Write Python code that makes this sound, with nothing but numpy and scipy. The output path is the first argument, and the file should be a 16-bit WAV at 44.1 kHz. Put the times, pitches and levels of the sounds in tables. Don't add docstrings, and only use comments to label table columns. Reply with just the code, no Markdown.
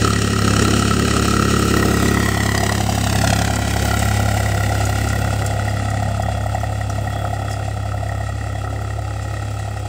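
import sys
import numpy as np
from scipy import signal
from scipy.fft import rfft, irfft, next_fast_len
from scipy.io import wavfile
from scipy.ndimage import map_coordinates

SR = 44100
rng = np.random.default_rng(int(sys.argv[2]) if len(sys.argv) > 2 else 0)


def ratio(d):
    e = np.asarray(d, float) / 20
    return 10 ** e


def wav_out(sig):
    wavfile.write(sys.argv[1], SR, np.round(np.clip(np.atleast_2d(sig).T, -1, 1) * 32767).astype(np.int16))


N = 435708

# time_s, side_on (0-1), tail_on (0-1), ground_echo_delay_ms, bonnet_boom_db
POSE = [
    (0, 0, 0.04, 0.72, -45),
    (1.8, 0.12, 0.03, 0.73, -41.5),
    (2.1, 0.2, 0.11, 0.83, -32),
    (2.6, 0.5, 0.31, 1, -32),
    (3, 0.8, .2, 1.035, -40),
    (3.5, 1, 0.5, 1.26, -36.5),
    (4.3, 1, 0.98, 1.35, -41),
    (5.3, .7, 0.95, 1.48, -47),
    (6, 0.28, 0.99, 1.45, -58),
    (9.88, 0.13, 0.98, 1.52, -55),
]


def unit(x):
    return x / np.sqrt(np.mean(x ** 2) + 1e-20)


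def curves(rows):
    s, *cols = np.transpose(rows)
    return [np.interp(np.arange(N) / SR, s, c) for c in cols]


def wobble(rate):
    coarse = np.arange(0, N + 64, 64)
    knots = rng.standard_normal(int(N * rate / SR) + 4)
    smooth = map_coordinates(knots, [coarse * rate / SR])
    return np.interp(np.arange(N), coarse, smooth)


def filtered(x, response):
    m = next_fast_len(N + 8192)
    return irfft(rfft(x, m) * response(np.fft.rfftfreq(m, 1 / SR)), m)[:N]


def colour(points):
    f, db = np.transpose(points)
    return lambda hz: ratio(np.interp(np.log(hz + 1), np.log(f), db, -120, -120))


def mode(hz, width):
    return lambda f: 1j * f * width / (hz * hz - f * f + 1j * f * width)


def blend(x, share, first, second):
    share = np.clip(share, 0, 1)
    front = unit(filtered(x, first))
    back = unit(filtered(x[::-1], second)[::-1])
    return np.sqrt(1 - share) * front + np.sqrt(share) * back


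def crank():
    # time_s, rate_firings_per_s
    speed = [(0.0, 35.57), (0.25, 34.89), (0.51, 34.39), (0.76, 34.91), (1.01, 34.95), (1.27, 35.06),
             (1.52, 34.91), (1.77, 34.55), (2.03, 34.7), (2.28, 34.59), (2.53, 34.5), (2.79, 34.74),
             (3.04, 34.3), (3.29, 34.32), (3.55, 34.66), (3.8, 34.34), (4.05, 34.75), (4.31, 34.59),
             (4.56, 34.43), (4.81, 34.17), (5.07, 34.35), (5.32, 34.48), (5.57, 34.52), (5.83, 34.57),
             (6.08, 34.38), (6.33, 34.25), (6.59, 34.71), (6.84, 34.56), (7.09, 34.27), (7.35, 34.39),
             (7.6, 34.57), (7.85, 34.04), (8.11, 34.56), (8.36, 34.55), (8.61, 34.09), (8.87, 34.8),
             (9.12, 34.55), (9.37, 34.68), (9.63, 34.91), (9.88, 33.95)]
    start_firings = -.7116
    return start_firings + np.cumsum(curves(speed)[0]) / SR


def firings(turn, lead_s, scatter_db, cylinder_db, hard=()):
    at = np.flatnonzero(np.diff(np.floor(turn)))
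    chance = rng.standard_normal((len(at), 2))
    db = scatter_db * np.minimum(chance[:, 0], 1.5) + np.take(cylinder_db, np.arange(len(at)) % 3)
    for s, extra_db in hard:
        db[np.argmin(abs(at - s * SR))] = extra_db
    jitter_s = 0.00051 * chance[:, 1]
    start = np.clip(at - (lead_s + jitter_s) * SR, 0, N - 1).astype(int)
    return np.bincount(start, ratio(db), N)


def puffs(clicks, rise_s, fall_s, steady):
    t = np.arange(SR // 20) / SR
    shape = (1 - np.exp(-t / rise_s)) * np.exp(-t / fall_s)
    bursts = signal.fftconvolve(clicks, shape)[:N]
    envelope = unit(bursts) + steady * ratio(1.47 * wobble(40))
    return unit(envelope * rng.standard_normal(N))


def panel():
    # time_s, level_db
    singing = [(5.4, -56), (6.2, -55), (6.27, -46), (6.43, -55), (7.02, -56), (7.18, -48), (7.41, -57),
               (7.51, -50), (7.75, -66), (7.77, -54), (8.06, -65), (8.22, -56), (8.42, -71), (8.56, -54),
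               (8.79, -65), (8.88, -54), (8.94, -71), (9.63, -58), (9.7, -71), (9.88, -56)]
    fade_in = np.clip((np.arange(N) / SR - 4.6) / .8, 0, 1)
    song = unit(filtered(rng.standard_normal(N), mode(3340, 45)))
    return fade_in * ratio(curves(singing)[0] + 5) * song


def discs():
    # start_s, peak_db, ring_hz, ring_share (0-1), t60_s
    clods = [(2.0812, -12, 4070, 0.46, 0.045), (2.577, -9, 4740, 0.57, 0.031),
             (3.557, -13, 7290, 0.3, 0.04), (3.9913, -12, 8010, 0.4, 0.04), (4.8524, -12, 6800, 0.44, 0.04),
             (5.0868, -16, 7320, 0.4, 0.04), (5.462, -10.5, 7370, 0.33, 0.036),
             (5.694, -23, 4900, 0.56, 0.045), (5.9015, -21, 7940, 0.3, 0.04),
             (6.2218, -21.5, 4930, 0.34, 0.049), (6.4128, -28, 6800, 0.5, 0.04),
             (6.546, -26, 7280, 0.6, 0.04), (6.6019, -26, 5920, 0.5, 0.04), (6.8977, -22, 5840, 0.4, 0.052),
             (7.5294, -23, 4900, 0.38, 0.04), (8.0845, -29, 8450, 0.4, 0.04),
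             (8.2894, -31, 7360, 0.5, 0.04)]
    # start_s, peak_db, ring_hz, ring_share (0-1), t60_s
    slides = [
        (7.4964, -31, 5390, 0.3, 0.12),
        (7.5118, -25, 5370, 0.3, 0.1),
        (7.5288, -29, 4970, 0.5, 0.12),
        (9.2254, -32, 7300, 0.2, 0.12),
        (9.5896, -31.5, 4100, 0.35, 0.1),
    ]
    # frequency_hz, density_db (per Hz)
    crunch = [(1500, -30), (3000, -20), (5000, -4), (7500, 3), (9500, -4), (12000, -15), (15500, -10)]
    crack, ring = np.zeros(N + SR), np.zeros(N + SR)
    t = np.arange(SR // 5) / SR
    for s, db, hz, share, t60 in clods + slides:
        i = round(s * SR)
        fade = ratio(db - 60 * t / t60) * (1 - np.exp(-t / 0.00053))
        crack[i:][:len(t)] += (1 - share) * fade * rng.standard_normal(len(t))
        ring[i:][:len(t)] += share * fade * np.sin(2 * np.pi * hz * t)
    return ratio(1.0) * filtered(crack[:N], colour(crunch)) + ring[:N]


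def block(turn):
    # time_s, knock_db, rattle_db, hiss_db
    levels = [(0.0, -29, -28, -42.0), (0.3, -34, -29.5, -45), (0.6, -27.5, -27, -40.5),
              (0.9, -34.5, -27, -43), (1.2, -31.0, -27.5, -41.0), (1.5, -37.5, -26, -41),
              (1.8, -34, -29, -37), (2.1, -40, -29, -38), (2.4, -33.5, -32, -39), (2.69, -31, -32.5, -40),
              (2.99, -32, -32.5, -39), (3.29, -26.5, -32, -38), (3.59, -36.5, -34, -42.0),
              (3.89, -33, -31, -36.5), (4.19, -37.5, -31.5, -41), (4.49, -39.5, -33, -41),
              (4.79, -39, -32.5, -42.5), (5.09, -39, -34.0, -42), (5.39, -45.5, -35, -46),
              (5.69, -48, -36.5, -50), (5.99, -46, -38, -54), (6.29, -52, -39, -52.0),
              (6.59, -54, -40, -52), (6.89, -58, -39, -54), (7.19, -54, -41.0, -50),
              (7.48, -61, -38.5, -54), (7.78, -55, -42, -55.5), (8.08, -53, -42, -55.5),
              (8.38, -56, -41.5, -57), (8.68, -60, -41.5, -56.5), (8.98, -52, -43, -56.5),
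              (9.28, -53, -41.5, -55.5), (9.58, -53, -40.5, -55.5), (9.88, -53, -41, -55.5)]
    # frequency_hz, density_db (per Hz)
    knock_colour = [(700, -18), (1000, -3), (1600, 3), (2400, -2), (3500, -1.5), (5500, -3), (8200, -3),
                    (9500, -12.5), (12000, -37)]
    rattle_front = [(1350, -3), (2300, -3), (2630, -0.5), (3220, 2), (3520, -4.5), (3970, -3.5), (6650, -3),
                    (7990, -4), (9850, -14.5), (10500, -35), (13600, -49), (22000, -120)]
    rattle_tail = [(1350, -7), (2300, -3), (2660, 0.5), (3060, -7), (3300, -5), (4340, -8.5), (4840, -6),
                   (6690, -12), (7400, -3.5), (10500, -17.5), (13600, -44), (22000, -120)]
    hiss_colour = [(8000, 7), (9500, -23), (10500, -8.5), (12200, -8), (14900, -4.5), (15400, -0.5),
                   (15750, -9), (15850, -60)]
    knock_db, rattle_db, hiss_db = curves(levels)
    _, tail, delay_ms, _ = curves(POSE)

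    knock = puffs(firings(turn, 0.0019, 1.4, (-.5, 1, -.5)), rise_s=.001, fall_s=0.0049, steady=0)
    rattle = puffs(firings(turn, 0.0082, 2.5, (-.5, 1.5, -.5)), rise_s=.003, fall_s=0.0087, steady=5.7)
    hiss = puffs(firings(turn, 0.0067, 3.1, (-1, 2, -.5)), rise_s=.003, fall_s=0.0041, steady=1.5)
    knock = ratio(knock_db + .5) * unit(filtered(knock, colour(knock_colour)))
    rattle = ratio(rattle_db - 2.0) * blend(rattle, tail, colour(rattle_front), colour(rattle_tail))
    hiss = ratio(hiss_db + 0.5) * unit(filtered(hiss, colour(hiss_colour)))

    bounced = .7 * knock + .35 * rattle
    echo = np.interp(np.arange(N) - delay_ms * SR / 1000, np.arange(N), bounced)
    return knock + rattle + echo + hiss


def stack(turn):
    # time_s, first_mode_db, second_mode_db, third_mode_db, rumble_db
    levels = [(0.0, -33, -25, -29, -23), (0.3, -43, -30, -32.0, -27.5), (0.6, -36, -23, -32.5, -21),
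              (0.9, -35.5, -29, -35, -26.5), (1.2, -37, -25.5, -33, -24.0), (1.5, -40, -24.5, -31, -27),
              (1.8, -34, -24, -34, -23.5), (2.1, -33, -27, -26.5, -26.5), (2.4, -29.5, -31.5, -23.5, -32.5),
              (2.69, -26, -36, -27.5, -32), (2.99, -27.5, -36.0, -44, -31), (3.29, -23.5, -30, -33.0, -29),
              (3.59, -28.5, -34.5, -35, -30.5), (3.89, -27, -34.5, -31, -28.5), (4.19, -28, -32, -32, -27),
              (4.49, -30.5, -32.5, -31.5, -26.5), (4.79, -28.5, -31.5, -31, -27.5),
              (5.09, -33, -31, -33.5, -29), (5.39, -30.5, -32, -39, -27.5), (5.69, -31, -32.5, -33, -29),
              (5.99, -29, -35, -35, -29.5), (6.29, -27.5, -35, -37, -31.5), (6.59, -29, -35, -37, -32),
              (6.89, -32, -38.5, -41, -33), (7.19, -29.5, -36, -38.5, -30.5),
              (7.48, -32, -36, -38.5, -32.5), (7.78, -35.5, -38.5, -43, -32.5),
              (8.08, -31, -36.5, -40, -35), (8.38, -39.5, -37.5, -37.5, -33.5),
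              (8.68, -34.5, -36.5, -41, -33.5), (8.98, -38, -40, -44.5, -33.5),
              (9.28, -40.5, -39, -41.5, -34), (9.58, -37.5, -39, -40.5, -34), (9.88, -37, -41.5, -47, -36)]
    # frequency_hz, side_on_hz, width_hz, lead_s, scatter_db, steady (share)
    pipe = [(697, 723, 114.5, .007, 1.7, 0.96), (1314, 1392, 129, 0.00078, 2.5, 0.96),
            (1902, 1940, 94, 0.0018, 3, 0.86)]
    # first_cylinder_db, second_cylinder_db, third_cylinder_db
    cylinder = [(-3, 4.5, -4), (-.5, .5, .5), (-1.5, 0, 1)]
    clean = [.62, .6, .58]
    # time_s, second_mode_db, third_mode_db
    barks = [(0.05, 4.5, -3), (0.1, 5.0, -5.0), (0.59, -3, 5), (0.62, -6, 4.0), (0.91, 9, 5),
             (1.17, 5, -2.0), (1.4, 5, -2.0), (1.57, 4, 0.0), (1.74, 4.5, 5), (1.77, -3, 11), (1.8, 0, 6),
             (1.83, 0, 13), (2.17, -1.0, 6.5), (2.69, 7, 7.5), (3.13, 3.0, 11), (3.25, 3.0, 5.0),
             (3.27, -1, 4), (3.91, 10, 3.0), (3.94, 7.0, 2.0), (4.37, -9, 3), (4.46, -5, 6.5),
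             (5.13, 3.0, 9), (5.16, -6, 7), (5.42, 1.0, 11), (5.51, -2.0, 6.0), (5.68, -5, 8),
             (6.26, 0.0, 6), (6.55, 0.0, 7), (6.64, 1, 7.0), (6.81, 3, 11), (6.9, 9, 0), (7.07, -1.0, 9),
             (7.1, 2, 6), (7.25, 9.5, 1.0), (7.48, 8, 3.0), (7.92, 7, 2.0), (8.06, -7, 4.0),
             (8.09, -4.0, 9.5), (8.21, -4.0, 6), (8.56, -8.0, 7), (8.65, 3, 3), (8.76, -4.0, 9),
             (8.91, 2.0, 9), (9.34, 7, 5.0), (9.37, -1.0, 6), (9.43, 5.0, 2), (9.6, 0, 8), (9.77, 5, 7)]
    # frequency_hz, density_db (per Hz)
    rumble_front = [(20, -20), (50, -16), (90, -15), (150, -7.5), (250, -3), (400, -3.5), (520, -11.5),
                    (620, -18), (900, -29), (1600, -36)]
    rumble_tail = [(20, -15), (50, -17), (90, -2), (140, -0.5), (250, -5.5), (330, -6.5), (430, -16),
                   (510, 0), (600, -4), (820, 1), (960, -28), (1600, -39)]
    *mode_db, rumble_db = curves(levels)
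    side, tail, _, bonnet_db = curves(POSE)

    gas = puffs(firings(turn, 0.0051, 1, (-.5, 1.5, -.5)), rise_s=0.0043, fall_s=0.023, steady=3.4)
    out = ratio(rumble_db - 1.2) * blend(gas, tail, colour(rumble_front), colour(rumble_tail))

    s, second_db, third_db = np.transpose(barks)
    hard = [(), zip(s, second_db), zip(s, third_db)]
    for k, (hz, side_hz, width, lead_s, scatter_db, steady) in enumerate(pipe):
        clicks = firings(turn, lead_s, scatter_db, cylinder[k], hard[k])
        turbulence = puffs(clicks, 0.00066, 0.012, steady)
        gas = clean[k] * unit(clicks) + (1 - clean[k]) * turbulence

        def ring(centre):
            return unit(filtered(gas, lambda f: mode(centre, width)(f) * mode(centre, 2.2 * width)(f)
                                 * mode(centre, 4 * width)(f)))

        out += ratio(mode_db[k] + 0.3) * ((1 - side) * ring(hz) + side * ring(side_hz))
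    boom = unit(filtered(gas, lambda f: mode(1030, 330)(f) ** 2))
    return out + ratio(bonnet_db) * boom


def silencer(turn):
    # time_s, order_2_db, order_3_db, orders_4_and_8_db, orders_5_to_7_db, orders_9_to_14_db
    note = [(0.0, -23.5, -19, -48.5, -21.5, -28.5), (0.3, -27, -21.5, -43, -24.5, -31.0),
            (0.6, -24, -19.5, -40, -20.5, -28.5), (0.9, -25, -22.0, -30, -22, -29.5),
            (1.2, -24, -23.5, -31, -23.5, -28), (1.5, -25, -22.5, -28, -22.5, -25),
            (1.8, -24.0, -23, -30.5, -22.5, -25), (2.1, -24.5, -22.5, -30, -22.5, -27.5),
            (2.4, -25.5, -22.5, -35, -24.0, -31.5), (2.69, -26.5, -22.5, -33, -26, -30.5),
            (2.99, -26.0, -21.5, -34, -26.0, -47), (3.29, -24, -19.5, -28, -25, -48),
            (3.59, -25.0, -23.5, -35.5, -28.5, -43), (3.89, -23.0, -22, -36, -27, -33),
            (4.19, -23.0, -19, -39.0, -28.5, -46), (4.49, -25, -20.5, -36, -32.5, -46),
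            (4.79, -25, -19.5, -35, -34.0, -38), (5.09, -24, -21, -31.5, -31, -41),
            (5.39, -27, -21.0, -35, -37.5, -47), (5.69, -27.5, -21.5, -40, -33, -52),
            (5.99, -28, -21.5, -34, -33.5, -53), (6.29, -25.5, -23, -39, -33, -51),
            (6.59, -27, -23.0, -40, -39, -51.5), (6.89, -28, -23.0, -38.0, -39.0, -52),
            (7.19, -29.0, -24.0, -36.5, -41, -48.5), (7.48, -30, -24.5, -35.5, -42, -47),
            (7.78, -29, -24.0, -40, -42, -50), (8.08, -27.5, -24.0, -38.0, -38.5, -51.0),
            (8.38, -28, -25.5, -42, -46, -50.5), (8.68, -29.0, -25.5, -37, -46, -45),
            (8.98, -28.5, -25.0, -47, -52, -44), (9.28, -29, -25.5, -41, -45, -47),
            (9.58, -31, -25, -46, -50, -47), (9.88, -31.0, -26.0, -41.5, -53, -46)]
    # order, share_db
    middle_orders = [(5, -4.5), (6, -3.5), (7, -6.5)]
    upper_orders = [(9, -4.5), (10, -5.5), (11, -2.5), (12, -13), (13, -10.5), (14, -12)]
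    second_db, third_db, fourth_db, middle_db, upper_db = curves(note)
    side, tail, *_ = curves(POSE)
    angle = 2 * np.pi * turn
    ahead_rad = 2.7 - 1.1 * np.clip(3 * side + tail, 0, 1)

    def tone(k, db, lead_rad):
        return ratio(db + 1.5 * wobble(4)) * np.cos(k * angle + lead_rad + .04 * k * wobble(5))

    first = ratio(third_db - 36.5) * np.cos(angle)
    second = ratio(second_db + 0.36 * wobble(12)) * np.cos(2 * angle)
    third = ratio(third_db + .3 * wobble(12)) * np.cos(3 * angle)
    even = ratio(fourth_db) * (tone(4, -0.38, -1.2) + tone(8, -5.5, 0))
    middle = ratio(middle_db) * sum(tone(k, db, ahead_rad) for k, db in middle_orders)
    upper = ratio(upper_db) * sum(tone(k, db, -1.98) for k, db in upper_orders)
    return np.sqrt(2) * (first + second + third + even + middle + upper)


def scene():
    turn = crank()
    return (panel() + discs() + block(turn) + stack(turn) + silencer(turn))[None]


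def roll_off(x):
    return signal.sosfilt(signal.butter(12, 16840, fs=SR, output="sos"), x)


def record(dry):
    return roll_off(dry)


dry = scene()
out = record(dry)
wav_out(out)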